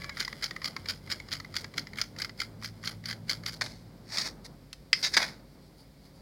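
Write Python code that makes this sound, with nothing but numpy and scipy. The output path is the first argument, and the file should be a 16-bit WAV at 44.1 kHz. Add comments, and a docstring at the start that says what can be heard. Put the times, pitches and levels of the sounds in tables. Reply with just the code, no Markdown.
"""In a small room, a steel pick scratches soft stone close by: it taps down, drags and breaks off crumbs.
The pick is laid in a gritty tray. A brush is picked up with a clack and a scrape, then softly dusts
the stone. Each touch is a burst of tiny breaking grains that makes the tool and the stone or tray ring.
Behind it are room noise, mains hum, a brief squeak and a faint, slowly rising drone like a far engine."""
import sys
import numpy as np
from scipy import signal
from scipy.fft import rfft, irfft, next_fast_len
from scipy.io import wavfile
from scipy.ndimage import map_coordinates

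SR = 44100
rng = np.random.default_rng(int(sys.argv[2]) if len(sys.argv) > 2 else 0)


def to_wav(sig):
    """Store sig (one row per channel, or 1-D mono) as 16-bit WAV at the path in sys.argv[1].

    Samples outside -1..1 are clipped; the rate is SR.
    """
    pcm = np.clip(np.atleast_2d(sig), -1, 1) * 32767
    pcm = np.round(pcm).astype(np.int16)
    wavfile.write(sys.argv[1], SR, pcm.T)  # frames by channels


N = 273861
TIME_S = np.arange(N) / SR


def amp(db):
    """Turn decibels into a number to multiply by."""
    return 10 ** (np.asarray(db) / 20)

def unit(x):
    """Scale a sound to an average power of 1."""
    return x / np.sqrt(np.mean(x ** 2) + 1e-20)

def along(points, hz):
    """Read between (frequency_hz, value) points on a log frequency axis."""
    frequencies, values = np.transpose(points)
    return np.interp(np.log(hz + 1), np.log(frequencies + 1), values)

def curves(rows):
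    """One value per sample for each column after the time."""
    times, *columns = np.transpose(rows)
    return [np.interp(TIME_S, times, column) for column in columns]

def wobble(rate, n):
    """A smooth curve of n samples, through `rate` random points a second."""
    return map_coordinates(rng.standard_normal(int(n * rate / SR) + 4), [np.arange(n) * rate / SR])

def add(track, start_s, sound):
    """Mix a sound into the track."""
    start = round(start_s * SR)
    part = sound[max(-start, 0):max(len(track) - start, 0)]
    track[max(start, 0):][:len(part)] += part

def coloured(x, gain_db):
    """Filter x by a gain that depends on frequency."""
    size = 2 * next_fast_len(len(x))
    cepstrum = irfft(np.log(amp(gain_db(np.fft.rfftfreq(size, 1 / SR)))), size)
    # folding this in half makes the ringing come after each hit, never before
    cepstrum[1:size // 2] *= 2
    cepstrum[size // 2 + 1:] = 0
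    return irfft(rfft(x, size) * np.exp(rfft(cepstrum)), size)[:len(x)]


# the tone of the room's steady noise: frequency_hz, gain_db
AIR_TONE = [(20, -43.5), (36, -29), (50, -1), (72, -9), (150, -11.5), (310, -23), (600, -22), (1100, -37.5),
            (2200, -28), (2650, -36.5), (4800, -27.5), (6200, -38.5), (9000, -39.5), (16000, -40.5)]
# the tone of the low rumble: frequency_hz, gain_db
RUMBLE_TONE = [(40, -29), (90, -4.5), (175, -0.5), (300, -6.5), (600, -14), (1500, -24), (4000, -48.5)]
# how the rumble swells and sinks: time_s, level_db
RUMBLE_LEVELS = [(0, -53), (1.9, -51), (3.85, -54), (4.25, -50), (4.76, -59.5), (5.12, -51.5),
                 (5.85, -60.5), (6.21, -55.5)]
def room_noise():
    """A steady, soft rush and an uneven low rumble."""
    air = unit(coloured(rng.standard_normal(N), lambda hz: along(AIR_TONE, hz)))
    rumble_db = curves(RUMBLE_LEVELS)[0] + 3.2 * np.tanh(wobble(14, N))
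    rumble = unit(coloured(rng.standard_normal(N), lambda hz: along(RUMBLE_TONE, hz)))
    return amp(-59) * air + amp(rumble_db) * rumble

# the notes in the mains hum: pitch_hz, level_db
HUM_NOTES = [(48.8, -61.5), (146, -62), (221, -77.5), (274.5, -68.5), (538.3, -71.5)]
def mains_hum():
    """The mains hums on a few slightly wavering notes."""
    return sum(amp(db) * unit(np.sin(2 * np.pi * hz * TIME_S + 0.28 * wobble(3.9, N)))
               for hz, db in HUM_NOTES)

# the far drone's path: time_s, base_pitch_hz, level_db
DRONE_PATH = [(0, 84.7, -48), (.5, 90, -71), (.88, 94.1, -52), (1.4, 97, -52.5), (2.05, 106.1, -54.5),
              (3.1, 112, -46.5), (3.95, 112.5, -53.5), (4.7, 110.2, -76)]
def far_drone():
    """Three low tones rise slowly together and flutter on their way."""
    pitch_hz, level_db = curves(DRONE_PATH)
    phase = 2 * np.pi * np.cumsum(pitch_hz) / SR
    drone = np.zeros(N)
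    for multiple, db in [(0.98, 0), (1.5, -4.5), (2, -7.5)]:
        flutter_db = 4 * np.tanh(wobble(22, N))
        drone += amp(db + flutter_db) * np.sin(multiple * phase + 0.55 * wobble(22, N))
    return amp(level_db) * unit(drone)

# the squeak's path: time_s, pitch_hz, level_db
SQUEAK_PATH = [(0, 566, -50), (.07, 575, -50.5), (.115, 547, -50), (.19, 505, -68)]
# the tones in the squeak: pitch_multiple, level_db
SQUEAK_TONES = [(1, -6.5), (2, -8), (3, -2), (4, 1.5)]
def squeak():
    """A thin, rough squeak sinks and fades in the background."""
    pitch_hz, level_db = curves(SQUEAK_PATH)
    phase = 2 * np.pi * np.cumsum(pitch_hz) / SR
    tones = sum(amp(db + 3.7 * wobble(64, N)) * np.sin(multiple * phase + 0.58 * wobble(126, N))
                for multiple, db in SQUEAK_TONES)
    return amp(level_db) * unit(tones) * (TIME_S < SQUEAK_PATH[-1][0])

# how long the room's echo takes to fade by 60 dB: frequency_hz, fade_s
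ECHO_FADES = [(200, 0.21), (2000, 0.22), (5000, 0.19), (14000, 0.4)]
def room_echo(x):
    """A short, blurred echo that changes as the hand moves."""
    out, hop = np.zeros(N), SR // 4
    for start in range(0, N, hop):
        hz, t, spectrum = signal.stft(rng.standard_normal(SR // 2), SR, nperseg=256)
        fade = amp(-60 * t / along(ECHO_FADES, hz)[:, None])
        tail = signal.istft(spectrum * fade, SR, nperseg=256)[1]
        echo = signal.fftconvolve(x[start:start + hop], tail / np.linalg.norm(tail))
        add(out, start / SR + 0.004, echo)
    return out


def grit(n, rate, spread_db, powder):
    """Grains of random size break, `rate` a second, over the even rush of powder."""
    breaks = rng.random(n) < rate / SR
    signs = rng.choice([-1, 1], n)
    sizes = amp(spread_db * np.minimum(rng.exponential(size=n), 4))
    return unit(breaks * signs * sizes) + powder * rng.standard_normal(n)

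# the crackle of breaking crumbs: frequency_hz, gain_db
CRACKLE_TONE = [(3000, -39.5), (6500, 0.5), (8300, 2), (10000, 5), (12500, -4.5), (16000, -6)]
# the low boom of the tray floor: frequency_hz, gain_db
THUD_TONE = [(60, -18), (190, -7), (265, 2.5), (340, -4.5), (470, -4), (610, 5), (720, 0), (880, 1.5),
             (1050, -7.5), (2000, -42)]
def contact(force, pressure, tone, bright_db, crackle_db, thud_db):
    """Breaking grains ring with the given tone, crackle and shake the tray; more pressure is louder."""
    tilt = [(2200, -bright_db / 2), (4400, bright_db / 2)]
    # every spot on the stone rings a little differently
    spot = list(zip(np.geomspace(1000, 16000, num=40), rng.normal(0, 2.2, size=40)))
    ring = unit(coloured(force, lambda hz: along(tone, hz) + along(tilt, hz) + along(spot, hz)))
    crackle = unit(coloured(force, lambda hz: along(CRACKLE_TONE, hz) + along(spot, hz)))
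    thud = unit(coloured(force, lambda hz: along(THUD_TONE, hz)))
    mix = ring + amp(crackle_db + 2) * crackle + amp(thud_db) * thud
    return unit(mix) * np.sqrt(np.mean(pressure ** 2))

def blow(tone, bright_db, crackle_db, thud_db, crush_s, rise_s, fade_s):
    """One hit crushes grains; partway through crush_s it starts to fade, by 60 dB in fade_s."""
    t = np.arange(SR // 16) / SR
    pressure = np.minimum(t / rise_s, 1) * amp(-60 * np.maximum(t - 0.43 * crush_s, 0) / fade_s)
    pressure *= np.sqrt(0.0057 * SR / np.sum(pressure ** 2))  # same energy for every hit
    force = pressure * grit(len(t), rate=6000, spread_db=2.5, powder=0.89)
    return contact(force, pressure, tone, bright_db, crackle_db, thud_db)

def pressure_db(t, rise_s, hold_s, fall_s):
    """The hand presses, holds from t = 0 and lets go, by 20 dB in each rise_s or fall_s."""
    return 20 * np.minimum(t, 0) / rise_s - 20 * np.maximum(t - hold_s, 0) / fall_s

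def drag(tone, db, rise_s, hold_s, fall_s, bright_db, thud_db, slip_db):
    """Pressure builds, holds and lets go while the steel sticks and slips over the grains."""
    t = np.arange(-2 * rise_s, hold_s + 2 * fall_s, 1 / SR)
    pressure = amp(pressure_db(t, rise_s, hold_s, fall_s))
    slips = amp(slip_db * np.tanh(wobble(261.4, len(t))))
    force = pressure * slips * grit(len(t), rate=2200, spread_db=2, powder=0.74)
    crackle_db = -16.5 - 0.5 * (db + 38)  # a lighter drag has a greater share of crackle
    return amp(db) * contact(force, pressure, tone, bright_db - 3, crackle_db, thud_db)


# steel working on stone, also used for the brush and pick below: frequency_hz, gain_db
STONE_TONE = [(100, -24.5), (850, -35), (1150, -8.5), (1500, -1.5), (1780, -5.5), (2150, 2.5),
              (2680, -15.5), (3150, -5), (3750, -10.5), (4400, -0.5), (5000, 0.5), (5900, -14.5),
              (6900, -17), (8000, -35), (16000, -37.5)]
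def hiss():
    """A fine, gritty hiss dies away as the work goes on."""
    force = amp(2.4 * wobble(25.23, N)) * grit(N, rate=760, spread_db=4, powder=0.93)
    sound = contact(force, np.ones(N), STONE_TONE, bright_db=2, crackle_db=-12.5, thud_db=-11)
    return amp(-53.5 - 6 * TIME_S) * sound

# sweeps of the brush: middle_s, level_db
BRUSH_SWEEPS = [(5.53, -72), (5.65, -65.5), (5.804, -59.5), (6.061, -61.5), (6.169, -64)]
def brush():
    """Soft bristles push dust across the stone."""
    out, sweep_s = np.zeros(N), 0.13
    pressure = np.hanning(int(sweep_s * SR))
    for middle_s, db in BRUSH_SWEEPS:
        force = pressure * grit(len(pressure), rate=2200, spread_db=4.5, powder=0.68)
        sweep = contact(force, pressure, STONE_TONE, bright_db=12, crackle_db=-10, thud_db=-3)
        add(out, middle_s - sweep_s / 2, amp(db) * sweep)
    return out

# the tone of a tool lying in the tray: frequency_hz, gain_db
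TRAY_TONE = [(100, -65.5), (850, -16.5), (1250, -8), (1520, -3), (2200, 1.5), (2800, -16), (3700, -4),
             (4300, -1), (4950, 2), (5800, -8), (6800, -15.5), (8000, -30.5), (16000, -63.5)]
# tools knock in the tray: start_s, level_db, bright_db, thud_db
TRAY_KNOCKS = [(3.6105, -26.5, -2, -19), (3.617, -25.5, -0.5, -13.5), (3.6608, -37, -1.5, -10),
               (4.1708, -29.5, 2, -41), (4.1828, -24.5, 8, -29), (4.213, -30, 20, -41),
               (5.027, -30, 8.5, -19.5), (5.137, -29.5, 9.5, -31.5), (5.1666, -15.5, -2.5, -17),
               (5.173, -16.5, -7, -17.5), (5.2268, -26, -4.5, -26.5)]
# tools slide in the grit: full_pressure_s, rise_s, hold_s, fall_s, level_db, bright_db, thud_db
TRAY_SLIDES = [(3.62, 0.013, .007, 0.13, -40, 7, -7.5), (4.137, 0.049, 0.14, 0.033, -36, 4.5, -14.5),
               (4.182, .015, 0.01, 0.046, -33.5, 7, -19), (4.449, 0.0067, 0.014, 0.01, -45.5, 11.5, -13),
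               (4.945, 0.0096, 0.18, 0.053, -49, 5, -20), (5.032, 0.0053, 0.042, .016, -27, 8.5, -23),
               (5.138, .008, 0.012, .016, -26, 6, -30.5), (5.183, .005, .007, .11, -29, 0.5, -8.5),
               (5.221, .02, .006, .07, -32.5, 1, -9.5)]
def tray():
    """The tools knock, bounce once and slide in the gritty tray."""
    out = np.zeros(N)
    for start_s, db, bright_db, thud_db in TRAY_KNOCKS:
        knock = blow(TRAY_TONE, bright_db, crackle_db=-23, thud_db=thud_db,
                     crush_s=0.0044, rise_s=0.00088, fade_s=0.026)
        add(out, start_s, amp(db) * knock)
        add(out, start_s + 0.0054, amp(db - 14.5) * knock)  # the bounce
    for full_s, rise_s, hold_s, fall_s, db, bright_db, thud_db in TRAY_SLIDES:
        slide = drag(TRAY_TONE, db, rise_s, hold_s, fall_s, bright_db, thud_db, slip_db=4)
        add(out, full_s - 2 * rise_s, slide)
    return out

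# the tone of metal on metal: frequency_hz, gain_db
METAL_TONE = [(100, -41.5), (900, -29), (1250, -10), (1600, -7), (2250, 4), (2750, -5.5), (3700, -7.5),
              (4800, -0.5), (6200, -18.5), (7500, -18.5), (8300, -32.5), (16000, -61.5)]
# the steel shaft's notes, each fading by 60 dB: pitch_hz, level_db, fade_s
SHAFT_NOTES = [(2080, -10, .16), (3560, -5.5, 0.055), (4730, -3, 0.23), (5120, 1.5, 0.22),
               (5200, -3, 0.085)]
# metal strikes metal: start_s, level_db, bright_db, crackle_db, ring_db
METAL_HITS = [(4.729, -39, 1, -13, -60), (4.9299, -15, 1, -29, -29.5)]
def clinks():
    """A hard clack with a quick rebound; the loose steel shaft rings on with a rattle."""
    out, t = np.zeros(N), np.arange(SR // 3) / SR
    for start_s, db, bright_db, crackle_db, ring_db in METAL_HITS:
        clack = blow(METAL_TONE, bright_db, crackle_db, thud_db=-30,
                     crush_s=0.002, rise_s=0.0013, fade_s=0.013)
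        add(out, start_s, amp(db) * clack)
        add(out, start_s + 0.0054, amp(db - 9) * clack)  # the rebound
        for hz, note_db, fade_s in SHAFT_NOTES:
            rattle = wobble(230, len(t)) + 0.5 * wobble(1600, len(t))
            note = amp(note_db - 60 * t / fade_s) * np.sin(2 * np.pi * hz * t + rattle)
            add(out, start_s, amp(ring_db + 0.5) * note)
    return out

# the tone of a light touch: frequency_hz, gain_db
TAP_TONE = [(100, -44), (800, -19.5), (1150, -1.5), (1520, -8.5), (2020, 6), (2650, -15.5), (3550, -8.5),
            (4400, 0), (5000, 0.5), (5900, -15), (7000, -12.5), (7800, -24.5), (16000, -36)]
# the tip touches down: start_s, level_db
PICK_TAPS = [(0.0173, -40.5), (0.0415, -36), (.093, -34), (0.169, -36), (0.2773, -31.5), (0.3265, -36),
             (.508, -34), (0.5621, -33.5), (0.6168, -38), (.7634, -31.5), (.8568, -38.5), (1.0728, -45.5),
             (1.1987, -38), (1.285, -43.5), (1.399, -37), (1.4456, -40.5), (1.54, -40), (1.6425, -36),
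             (1.7378, -44.5), (1.869, -41), (1.9322, -41.5), (1.9568, -47), (2.162, -46), (2.2933, -40.5),
             (2.6231, -42), (2.836, -39.5), (3.038, -46), (3.4345, -44)]
def pick_taps():
    """The tip lands dully on the stone between strokes."""
    out = np.zeros(N)
    for start_s, db in PICK_TAPS:
        tap = blow(TAP_TONE, bright_db=-5.5, crackle_db=-26.5, thud_db=-19.5,
                   crush_s=0.0017, rise_s=0.0023, fade_s=0.02)
        add(out, start_s + 0.0003, amp(db) * tap)
    return out

def add_sand(out, full_s, hold_s, db, rise_s=0.07, fall_s=0.112):
    """Fine sand crackles under the tip, from the first light touch until after the hand lets go."""
    t = np.arange(-rise_s, hold_s + fall_s, 1 / SR)
    pressure = amp(pressure_db(t, rise_s, hold_s, fall_s))
    force = pressure * grit(len(t), rate=560, spread_db=3.5, powder=0.6)
    sand = contact(force, pressure, STONE_TONE, bright_db=8, crackle_db=2, thud_db=-24)
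    add(out, full_s - rise_s, amp(db) * sand)

STROKE_RISE_S, STROKE_FALL_S = 0.028, 0.035
def add_crumbs(out, full_s, hold_s, db, bright_db, count=6, per_second=45):
    """Once the tip has bitten, small crumbs break at uneven times, louder under more pressure."""
    delays_s = (np.arange(count) + rng.uniform(-0.5, 0.5, size=count)) / per_second
    levels_db = db + 3 * np.tanh(rng.standard_normal(count))
    levels_db += 0.72 * pressure_db(delays_s, STROKE_RISE_S, hold_s, STROKE_FALL_S)
    for delay_s, level_db in zip(delays_s, levels_db):
        crumb = blow(STONE_TONE, bright_db, crackle_db=-20.5, thud_db=-24,
                     crush_s=0.003, rise_s=0.0007, fade_s=0.014)
        add(out, full_s + delay_s, amp(level_db) * crumb)

# the pick drags over the stone: full_pressure_s, hold_s, level_db, bright_db
PICK_STROKES = [(.19, 0.023, -37, -1.5), (0.43, 0.019, -35.5, 2.5), (.656, 0.015, -37, 5.5),
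                (0.897, 0.017, -37.5, 3), (1.106, 0.026, -39.5, 0.5), (1.328, 0.014, -37, 6),
                (1.562, 0.0092, -37.5, 5), (1.597, .02, -50, 4), (1.781, 0.0058, -42, 3.5),
                (1.988, .03, -41, -0.5), (2.2, 0.038, -42.5, 1), (2.406, 0.0087, -40.5, 2),
                (2.637, .034, -45, 6), (2.844, 0.067, -44.5, 1.5), (3.08, .018, -38, 0),
                (3.303, 0.021, -33.5, 5.5), (3.461, .03, -39.5, 4), (3.532, 0.017, -46.5, 9.5)]
def pick_strokes():
    """The tip scrapes the stone in short strokes, each loosening sand and small crumbs."""
    out = np.zeros(N)
    for full_s, hold_s, db, bright_db in PICK_STROKES:
        scrape = drag(STONE_TONE, db, STROKE_RISE_S, hold_s, STROKE_FALL_S, bright_db,
                      thud_db=-19, slip_db=10)
        add(out, full_s - 2 * STROKE_RISE_S, scrape)
        add_sand(out, full_s, hold_s, db - 26)
        add_crumbs(out, full_s, hold_s, db - 1, bright_db + 1.5)
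    return out

# large crumbs break off: start_s, level_db, bright_db
PICK_CHIPS = [(.202, -26.5, 5.5), (.225, -36, -1), (.248, -32, 6), (0.431, -36, -9), (.44, -27, 12),
              (0.4574, -34.5, 5.5), (.6428, -29, 6), (0.6561, -29.5, 9.5), (0.8852, -29, 2),
              (0.896, -28, 8), (1.1, -35.5, 7), (1.115, -28.5, 8), (1.122, -28, 4.5), (1.3161, -34, -1),
              (1.3263, -28.5, 9), (1.5644, -26, 7), (1.7782, -25, 0), (1.793, -33.5, 10),
              (1.9838, -30.5, -6), (2.0135, -23, 6.5), (2.1859, -36, 10), (2.2177, -27.5, 4.5),
              (2.2457, -31, -3.5), (2.4011, -27, 3), (2.416, -29, -6), (2.6439, -33, 4), (2.657, -36, 10),
              (2.8541, -36, 14), (2.8733, -27, 3), (3.0558, -32, 8), (3.1103, -32, 2), (3.127, -35.5, -1),
              (3.2938, -24.5, 3), (3.2988, -25, 8), (3.461, -29.5, 3.5), (3.4906, -37, 4)]
def pick_chips():
    """The tip snaps large crumbs off the stone, each with a sharp click."""
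    out = np.zeros(N)
    for start_s, db, bright_db in PICK_CHIPS:
        chip = blow(STONE_TONE, bright_db, crackle_db=-21.5, thud_db=-27,
                    crush_s=0.0035, rise_s=0.00099, fade_s=0.028)
        add(out, start_s + 0.00025, amp(db) * chip)
    return out


def scene():
    """The close work and its echo in the small room, over the background."""
    background = room_noise() + mains_hum() + far_drone() + hiss()
    work = squeak() + brush() + tray() + clinks() + pick_taps() + pick_strokes() + pick_chips()
    return (background + work + amp(-14) * room_echo(work))[None]

def record(dry):
    """Cut away the very highest treble."""
    size, top_hz = next_fast_len(N + SR // 4), 16100
    kept = np.fft.rfftfreq(size, 1 / SR) < top_hz
    return irfft(rfft(dry, size) * kept, size)[..., :N]


dry = scene()
out = record(dry)
to_wav(out)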